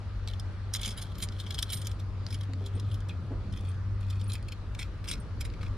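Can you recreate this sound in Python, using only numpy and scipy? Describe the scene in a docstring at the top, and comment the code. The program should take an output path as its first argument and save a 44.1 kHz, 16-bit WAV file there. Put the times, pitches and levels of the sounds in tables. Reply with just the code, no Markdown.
"""Wires with crimp terminals are pushed through a steel conduit fitting on a cast motor housing, out of doors.
Each contact is a stutter of tiny impacts that rings the housing modes; the sliding wire ticks and rustles.
The metal sound shakes the loose lock nut, which also rings out in separate struck pings, mostly along with
contacts; table and hands scatter echoes. Behind this a distant machine hums and whines from sine waves, with
dull bumps, mostly low, and shaped noise for the low outdoor rumble, a drone and a soft hiss."""
import sys
import numpy as np
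from scipy import signal
from scipy.fft import rfft, irfft, next_fast_len
from scipy.io import wavfile
from scipy.ndimage import uniform_filter1d, map_coordinates

SR = 44100
rng = np.random.default_rng(int(sys.argv[2]) if len(sys.argv) > 2 else 0)


def inscribe(sig):
    """Save sig as 16-bit PCM at rate SR to the path in sys.argv[1].

    A 1-D sig is mono; a 2-D sig holds one channel per row.
    Samples are clipped to [-1, 1] before scaling.
    """
    pcm = np.round(np.clip(np.atleast_2d(sig).T, -1, 1) * 32767)
    wavfile.write(sys.argv[1], SR, pcm.astype(np.int16))


N = 254456  # samples


def amp(db):
    """Decibels to linear gain."""
    return 10 ** (np.asarray(db) / 20)


def unit(x):
    """Scale to an rms of 1."""
    return x / np.sqrt(np.mean(x ** 2) + 1e-20)


def along(points, hz):
    """Read (frequency [Hz], value) points on a log frequency axis."""
    f, v = np.transpose(points)
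    return np.interp(np.log(hz + 1), np.log(f + 1), v)


def curves(rows):
    """One value per sample for each column after the time."""
    s, *cols = np.transpose(rows)
    return [np.interp(np.arange(N) / SR, s, c) for c in cols]


def wobble(rate):
    """A smooth random curve, rate knots a second."""
    knots = rng.standard_normal(int(N * rate / SR) + 4)
    return map_coordinates(knots, [np.arange(N) * rate / SR])


def filtered(x, response, spare=8192):
    """x times a complex response of frequency, with spare samples of room for the tail."""
    n = x.shape[-1]
    m = next_fast_len(n + int(spare))
    return irfft(rfft(x, m) * response(np.fft.rfftfreq(m, 1 / SR)), m)[..., :n]


def ringing(modes, f):
    """Causal response of resonances (frequency [Hz], width [Hz], level [dB]), alternating in sign."""
    total = 0
    for k, (centre, width, db) in enumerate(modes):
        resonance = 1j * f * width / (centre ** 2 - f ** 2 + 1j * f * width)
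        total = total + (-1) ** k * amp(db) * resonance
    return total


def add(track, s, sound):
    """Mix a sound in at a time in seconds."""
    part = track[..., round(s * SR):][..., :sound.shape[-1]]
    part += sound[..., :part.shape[-1]]


# Left-right likeness of the outdoor noise: (frequency [Hz], correlation [0-1])
LIKENESS = [(30, 0.77), (80, 0.93), (300, 0.95), (700, 0.84), (1500, 0.56), (4000, 0.35), (9000, 0.17)]


def rush(spectrum, patchy_db):
    """Stereo noise of rms 1, broken into time-frequency patches of random gain."""
    z = signal.stft(rng.standard_normal((2, N)), nperseg=512)[2]
    across_pitch = uniform_filter1d(rng.standard_normal(z.shape[1:]), 6, 0)
    patches = uniform_filter1d(across_pitch, 14, 1)
    pair = signal.istft(z * amp(patchy_db * unit(patches)), nperseg=512)[1][:, :N]

    def mid_side(hz):
        turn = np.arccos(np.clip(along(LIKENESS, hz), -1, 1)) / 2
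        return amp(along(spectrum, hz)) * [np.cos(turn), np.sin(turn)]

    mid, side = filtered(pair, mid_side)
    return unit(np.array([mid + side, mid - side]))


# Outdoor mix: (time [s], rumble level [dB], drone level [dB], hiss level [dB])
OUTDOOR_LEVELS = [(0, -41.5, -47, -56), (1.5, -41.5, -43, -55.5), (2.3, -42, -45, -57),
                  (2.7, -44.5, -42.5, -57.5), (3.4, -39, -42.5, -57), (4.2, -41, -45.5, -57.5),
                  (5.77, -38.5, -41.5, -56)]
# Colour of each noise: (frequency [Hz], relative density [dB per Hz])
RUMBLE_COLOUR = [(10, -30), (22, -12.5), (50, 0.5), (75, -6), (110, -10.5), (200, -98)]
DRONE_COLOUR = [(60, -54), (85, 5.5), (110, -2.5), (150, -7), (250, -15), (400, -20.5), (600, -23.5),
                (1000, -63.5)]
HISS_COLOUR = [(350, -14.5), (600, -5.5), (1110, -3), (1300, -2), (1660, -5.5), (2170, -11), (3200, -14.5),
               (4470, -14.5), (5350, -19.5), (8500, -31.5), (10800, -30.5), (11600, -78)]


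def outdoors():
    """Three shaped noises: lumpy rumble, a patchy drone and a soft hiss."""
    rumble_db, drone_db, hiss_db = curves(OUTDOOR_LEVELS)
    rumble = amp(rumble_db + 1.5 * wobble(7)) * rush(RUMBLE_COLOUR, patchy_db=1)
    drone = amp(drone_db) * rush(DRONE_COLOUR, patchy_db=1.56)
    hiss = amp(hiss_db) * rush(HISS_COLOUR, patchy_db=1.5)
    return rumble + drone + hiss


# Machine hum before its wobble: (time [s], rms level [dB])
HUM_LEVELS = [(0, -44.5), (.25, -38), (.7, -41), (1.15, -43), (1.6, -41), (2.2, -35.5), (2.6, -34),
              (3.1, -36.5), (3.4, -42), (3.65, -34.5), (4.3, -34), (4.7, -46.5), (5.2, -46.5),
              (5.77, -41.5)]
# Steady whine lines before their wobble: (frequency [Hz], rms level [dB])
WHINE_LINES = [(1182, -71.5), (1241, -73), (1359, -75.5)]


def machine(hum_hz=97.63):
    """Sine waves wavering in phase and level: a hum with a weak octave, and faint whine lines."""
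    t = np.arange(N) / SR
    phase = 2 * np.pi * hum_hz * t + 1.29 * wobble(5)
    hum_gain = amp(curves(HUM_LEVELS)[0] + 0.67 * wobble(4.4))
    octave = amp(-24 + 0.87 * wobble(6.7)) * np.sin(2 * phase)
    hum = hum_gain * (np.sin(phase) + octave)
    whine = np.zeros(N)
    for hz, db in WHINE_LINES:
        gain = amp(db + 0.56 * wobble(4.95))
        whine += gain * np.sin(2 * np.pi * hz * t + 1.14 * wobble(6))
    return np.sqrt(2) * (hum + whine)  # a sine of rms 1 peaks at root 2


# Modes of fitting and housing at rest: (frequency [Hz], width [Hz], level [dB])
HOUSING_MODES = [(1560, 770, -8.5), (2254, 129, 3), (2695, 310, -6.5), (3128, 260, 9.5), (3515, 370, 9),
                 (3904, 202, 8), (4000, 203, 11), (4580, 69, 3), (5207, 250, 4), (6490, 520, -5.5),
                 (7060, 167, -2), (9340, 470, -1), (11050, 8300, -17), (12850, 200, -7)]
# The housing answers differently as wire fills the fitting:
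# (time [s], low mode gain [dB], middle mode gain [dB], upper ring gain [dB])
FILLING = [(.3, -3, 1, -4), (.75, -3, -3.5, -4), (.9, 5.5, 2, -2.5), (1.25, 3.5, -2, -7.5),
           (1.5, -3, 1, -3.5), (1.9, 10, 3, -0.5), (2.33, 4, 0.5, 0), (2.8, -2, -1, -4),
           (3.1, 15.5, 8.5, 3), (4.15, 0, 0, 1.5), (4.5, 8.5, -6.5, -6), (4.8, 13.5, 2, 0),
           (5.1, 10.5, -5, 7), (5.6, 3.5, -6, -3)]
# For a while some modes sit higher:
# (lowest two from [s], group around 4 kHz from [s], both until [s], pitch [ratio])
RAISED_MODES = (3.0, 4.4, 4.65, 1.095)


def housing(s, bright_db=0):
    """The modes at a time: low, middle, upper ring and treble groups each have their own strength."""
    hz, width, level = np.transpose(HOUSING_MODES)
    when, *gains = np.transpose(FILLING)
    low_db, middle_db, ring_db = (np.interp(s, when, gain) for gain in gains)
    low_db = low_db - 0.25 * bright_db  # a duller contact knocks harder
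    group = np.searchsorted([1900, 2850, 3880, 4850, 5800], hz)  # group edges in Hz
    colours = [low_db / 2, low_db, middle_db, 0, ring_db + bright_db, bright_db]
    low_from, four_khz_from, until, pitch = RAISED_MODES
    low_raised = (np.arange(len(hz)) < 2) & (low_from < s < until)
    four_khz_raised = (group == 3) & (four_khz_from < s < until)
    hz = np.where(low_raised | four_khz_raised, hz * pitch, hz)
    return np.array([hz, width, level + np.array(colours)[group]])


def rung(force, dry):
    """A running force through the changing housing, with a dry (Hz, width, dB) resonance; rms 1."""
    t = np.arange(N) / SR
    when = [row[0] for row in FILLING[::2]]
    total = np.zeros(N)
    for s, here in zip(when, np.eye(len(when))):
        def response(f):
            edge = ringing([dry], f) * np.clip(f / 2500, 0, 1)
            return ringing(housing(s).T, f) + edge
        voice = unit(filtered(force, response))
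        total += np.sqrt(np.interp(t, when, here)) * voice  # crossfade between states
    return unit(total)


# The wire slides through the fitting: (start [s], end [s], level [dB])
WIRE_SLIDES = [(0.268, 0.362, -67), (0.763, 1.13, -59.5), (1.146, 1.257, -58.5), (1.313, 1.38, -62.5),
               (1.382, 1.93, -58.5), (2.27, 2.458, -65), (2.582, 3.03, -66), (3.53, 3.758, -62),
               (4, 4.394, -64), (4.79, 4.836, -47), (5.039, 5.167, -55), (5.61, 5.69, -61)]


def slides(edge_s=0.0034, dry_db=-17, ticks_per_s=180, tick_spread_db=6, rustle_db=-7):
    """While the wire slides, strands tick on the rim at random over a soft rustle."""
    t = np.arange(N) / SR
    level = np.zeros(N)
    for start, end, db in WIRE_SLIDES:
        level += amp(db) * np.clip(np.minimum(t - start, end - t) / edge_s, 0, 1)
    strength = amp(tick_spread_db * np.minimum(rng.exponential(size=N), 1.5))
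    ticks = (rng.random(N) < ticks_per_s / SR) * strength
    bursts = signal.lfilter([1], [1, -.93], ticks) * rng.standard_normal(N)
    rustle = amp(rustle_db + 3.6 * wobble(30)) * rng.standard_normal(N)
    return level * rung(unit(bursts) + rustle, (7950, 5900, dry_db))


# Terminal against fitting: (time [s], peak level [dB], length [ms], brightness [dB])
TERMINAL_CONTACTS = [(0.2755, -38, 2.1, -5), (0.284, -43, 3.8, -15), (.299, -48, 6.5, -5),
                     (.312, -52, 4.4, -3), (0.3348, -44, 2.5, -2), (0.3974, -42, 3, 9),
                     (0.738, -30, 5.1, 10), (.747, -31.5, 11, 1.5), (0.7589, -35.5, 7.1, 7),
                     (.792, -45, 8, -5), (0.813, -40, 7.6, 8), (0.822, -47, 6.3, -25), (.832, -33, 7.7, 0),
                     (.848, -33, 5, 4.5), (0.858, -33, 9.2, 7), (0.877, -36.5, 6.9, 7),
                     (.889, -37.5, 7.1, 8), (0.904, -42.5, 24, 8), (0.976, -41, 14, 6.5),
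                     (1.016, -41, 12.4, 12.5), (1.047, -56, 4, -11), (1.183, -49, 2.9, 9),
                     (1.2016, -44.5, 3.4, -1), (1.224, -33, 12.4, 8), (1.2878, -40.5, 0.46, -14),
                     (1.397, -38.5, 16, 2), (1.465, -45.5, 8.9, -2), (1.5065, -36, 4.5, 0),
                     (1.524, -44.5, 4, 6), (1.543, -37.5, 8.4, 5), (1.582, -36.5, 8, -1),
                     (1.589, -29.5, 4.2, 3), (1.6261, -26.5, 3.9, 5), (1.692, -46, 6, 1),
                     (1.701, -36.5, 6.4, 9), (1.72, -38.5, 8.2, -11), (1.731, -33, 10.5, 8.5),
                     (1.76, -48, 2.9, -4), (1.771, -44.5, 8.9, 14), (1.815, -43.5, 5.7, 9),
                     (1.8463, -44.5, 19, 7), (1.87, -33.5, 4, 14.5), (1.914, -45, 5.9, 10.5),
                     (1.996, -50, 12, 8.5), (2.2657, -36, 0.23, -12), (2.285, -52, 5.1, -1),
                     (2.305, -45, 11, 5), (2.326, -42, 7.5, 1), (2.342, -42, 7.2, 5), (2.41, -46, 4.3, 1.5),
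                     (2.434, -50.5, 3.9, 0), (2.535, -43, 0.45, -20), (2.66, -45, 7.4, 4.5),
                     (2.797, -44, 3.5, 6), (2.914, -48.5, 7.6, 0), (2.942, -45.5, 8.7, 7.5),
                     (3.004, -55, 3, 10), (3.0868, -51.5, 4.4, 26), (3.0925, -43, 9.8, -11),
                     (3.107, -49, 19, -20), (3.525, -52.5, 6.1, 8), (3.572, -48, 4.9, 5.5),
                     (4.101, -46, 7.1, 8), (4.2125, -45.5, 4.4, 1), (4.299, -44, 7.9, 0),
                     (4.319, -39, 2.6, 0.5), (4.333, -41.5, 15, 3), (4.353, -39.5, 5.9, -0.5),
                     (4.427, -54.5, 1.5, 1), (4.485, -45.5, 4.1, 3), (4.521, -42.5, 7, 0),
                     (4.749, -44.5, 3.1, 0.5), (4.7905, -41, 12, 2), (4.811, -43.5, 31, 2.5),
                     (5.076, -44, 9.1, -3), (5.085, -35.5, 8.9, 6), (5.1, -40.5, 4, -1),
                     (5.1141, -29.5, 4.3, 4.5), (5.1255, -40, 13, 4), (5.137, -40.5, 2.9, 1.5),
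                     (5.409, -38, 7.2, 3.5), (5.45, -43.5, 11, -1), (5.501, -51, 1.24, -28),
                     (5.537, -48, 1.6, -47), (5.6112, -53, 4.9, -20), (5.6298, -51, 4, 3),
                     (5.662, -48.5, 12, -31)]


def contacts(scatter_db=3.0, spiky_db=3, clump_db=3.0, detune=0.012, fizz_db=-26,
             attack_ms=0.065, lead_share=0.5, lead_db=-9):
    """Each contact is a stutter of tiny impacts that strikes the modes at new strengths."""
    track, lead = np.zeros(N), SR // 40
    ms = (np.arange(SR // 13) - lead) / SR * 1000
    grid = np.fft.rfftfreq(len(ms), 1 / SR)
    attack = 1 - (1 - amp(lead_db)) * np.exp(-np.abs(ms) / attack_ms)
    for s, db, length_ms, bright_db in TERMINAL_CONTACTS:
        # a faint rise leads into the sharp start, then the stutter dies away
        rise = amp(lead_db + 10 * ms / (lead_share * length_ms))
        decay = amp(-10 * (np.clip(ms, 0, None) / max(length_ms, .2)) ** 1.17)
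        shape = np.where(ms < 0, rise, attack) * decay
        clumps = unit(uniform_filter1d(rng.standard_normal(len(ms)), size=SR // 500))
        impacts = rng.standard_normal(len(ms)) * amp(spiky_db * rng.standard_normal(len(ms)))
        force = shape * amp(clump_db * clumps) * impacts

        hz, width, level = housing(s, bright_db)
        chance = rng.standard_normal((2, len(hz)))
        hz = hz * (1 + detune * chance[0])
        # even out what the random force gives each mode, then scatter the strengths
        selectivity = 1 + (2 * (grid - hz[:, None]) / width[:, None]) ** 2
        reach = (np.abs(rfft(force)) ** 2 / selectivity / width[:, None]).sum(axis=1)
        struck_db = 10 * np.log10(reach / reach.mean())
        modes = np.transpose([hz, width, level - struck_db + scatter_db * chance[1]])

        def response(f):
            snap_gain = amp(min(-14 + 26 / length_ms ** 2, 14))  # the dry click leads in short taps
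            click = ringing([(1800, 6500, -9), (4740, 880, 11.0)], f)
            snap = snap_gain * click / (1 + 1j * f / 8000) ** 2
            fizz = ringing([(10600, 35000, fizz_db + bright_db)], f)
            return ringing(modes, f) + snap + fizz

        hit = filtered(force, response, spare=512)
        top = np.sqrt(uniform_filter1d(hit ** 2, size=66).max())  # loudest 1.5 ms
        add(track, s - lead / SR, amp(db) * hit / top)
    return track


def drag(blows, settle_s=0.027, dry_db=-15):
    """After each contact the sliding wire chatters on the rim in uneven grains, following its energy."""
    keep = np.exp(-1 / (settle_s * SR))
    energy = signal.lfilter([1 - keep], [1, -keep], blows ** 2)
    activity = np.sqrt(energy + 1e-20)
    grains = rng.standard_normal(N) * amp(3 * wobble(90) + 4.5 * wobble(400))
    chatter = rung(grains, (5560, 4800, dry_db))
    return amp(-21.5) * activity ** 0.98 * chatter


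# Modes of the lock nut: (frequency [Hz])
NUT_MODES = [8712, 10160, 13062, 13850]
# The lock nut is struck: (time [s], level [dB], favoured mode [index, between modes allowed], t60 [s])
NUT_PINGS = [(0.973, -43.5, 1, 0.084), (1.017, -48, 1.5, 0.1), (1.182, -45.5, 2, 0.11),
             (1.203, -48, 2, .11), (1.702, -40, -0.3, 0.5), (1.722, -29, 1.5, 0.19), (1.8, -50, -0.5, 0.09),
             (2.327, -50, 1, 0.1), (2.751, -54, 0, 0.08), (2.916, -59, 1, 0.17), (3.687, -50.5, 0, 0.097),
             (4.24, -45, -0.5, 0.065), (4.278, -49, 1, 0.19), (4.332, -38.5, 0, 0.048),
             (4.794, -50, 0, 0.11), (5.072, -49, 0, .15), (5.088, -40, 0, 0.11), (5.199, -50, 0.5, 0.08)]


def nut(shaken, pan_db=-6, width_hz=100, shake_db=-1, mode_fall_db=15, top_mode_db=-9):
    """The loose nut rings on four modes; the next ping stops the modes it favours at least as much."""
    shake = filtered(shaken, lambda f: ringing([(hz, width_hz, shake_db) for hz in NUT_MODES], f))
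    pings = np.zeros(N)
    t = np.arange(SR // 4) / SR
    for ping, following in zip(NUT_PINGS, NUT_PINGS[1:] + NUT_PINGS[:1]):
        s, db, favoured, t60 = ping
        next_s, _, next_favoured, _ = following
        cut = np.clip((abs(next_s - s) + 0.003 - t) / .004, 0, 1)
        levels = db - mode_fall_db * np.abs(np.arange(3) - favoured)
        levels = [*levels, levels[-1] + top_mode_db]  # the fourth lies under the third
        for mode, (hz, level) in enumerate(zip(NUT_MODES, levels)):
            stopped = abs(mode - next_favoured) <= abs(mode - favoured)
            hold = (cut if stopped else 1) * (1 - np.exp(-t / 0.00062))
            shiver = np.cumsum(rng.normal(0, 0.025, len(t)))  # radians
            tone = np.sin(2 * np.pi * (hz * t + rng.random()) + shiver)
            add(pings, s, tone * amp(level - 60 * t / t60) * hold)
    ring = shake + pings * amp(2.6 * wobble(120))  # the level of the pings wavers at random
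    return ring * amp([[pan_db / 2], [-pan_db / 2]])


# Answer of table and hands: (frequency [Hz], gain [dB])
ECHO_COLOUR = [(3000, -6.5), (10000, -6.5)]


def table(x, t60=0.041):
    """Short scattered echoes, different at each port, with a fresh random pattern fifteen times a second."""
    t, step = np.arange(SR // 20) / SR, SR // 15
    echoes = np.zeros((2, N))
    for start in range(0, N, step):
        tail = rng.standard_normal((2, len(t))) * amp(-60 * t / t60)
        tail = tail / np.linalg.norm(tail, axis=1, keepdims=True)
        add(echoes, start / SR, signal.fftconvolve(x[None, start:start + step], tail, axes=1))
    return filtered(echoes, lambda hz: amp(along(ECHO_COLOUR, hz)))


# Dull bumps, mostly low, and one short higher thud within a contact:
# (time [s], level [dB], frequency [Hz], boom t60 [s])
DULL_BUMPS = [(0.868, -38, 197, 0.089), (2.486, -45, 197, 0.44), (2.484, -44.5, 265, 0.98),
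              (2.601, -47.5, 398, 0.89), (2.749, -45, 280, 0.4), (3.305, -36, 260, 0.17),
              (3.432, -42.5, 191.1, 0.89), (5.6295, -38.5, 1260, 0.025)]


def bumps():
    """Dull bumps: a puff of filtered noise with an unsteady, decaying sine boom."""
    track, t = np.zeros(N), np.arange(SR // 2) / SR
    for s, db, hz, t60 in DULL_BUMPS:
        noise = rng.standard_normal(len(t))
        puff = unit(filtered(noise, lambda f: ringing([(hz * 1.13, hz * 1.27, 0)], f) ** 2))
        puff = 0.63 * amp(-60 * t / min(2 * t60, .25)) * puff
        shiver = np.cumsum(rng.normal(0, .02, len(t)))  # radians
        boom = amp(-60 * t / t60) * np.sin(2 * np.pi * hz * t + shiver)
        onset = 1 - np.exp(-t / (0.025 * min(t60, .2)))
        add(track, s, amp(db) * onset * (boom + puff))
    return track


# Treble balance of the direct metal sound: (frequency [Hz], left minus right [dB])
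SIDE_BALANCE = [(4400, 2), (8000, -5), (15000, -6.5)]


def scene():
    """The metal with its nut and echoes, over machine, bumps and outdoors a little stronger on the left."""
    blows = contacts()
    metal = blows + drag(blows) + slides()
    sides = np.array([[.5], [-.5]])  # half of a difference to each side
    ring = nut(metal)
    echoes = table(metal + ring.mean(axis=0))
    direct = filtered(metal, lambda hz: amp(sides * along(SIDE_BALANCE, hz)))
    leaning_left = (machine() + bumps() + outdoors()) * amp(sides * 1.2)
    return direct + ring + echoes + leaning_left


# Treble response of the microphone: (frequency [Hz], gain [dB])
MICROPHONE_TREBLE = [(12000, 1.5), (13500, -3.5), (16000, -18)]


def record(dry, lag_samples=1.14, top_hz=15900):
    """Sound reaches the right port first; the treble falls off up to the band limit."""
    def response(hz):
        lag = np.exp(-1j * np.pi * hz * lag_samples / SR * np.array([[1], [-1]]))
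        return lag * amp(along(MICROPHONE_TREBLE, hz)) * (hz < top_hz)
    return filtered(dry, response)


dry = scene()
out = record(dry)
inscribe(out)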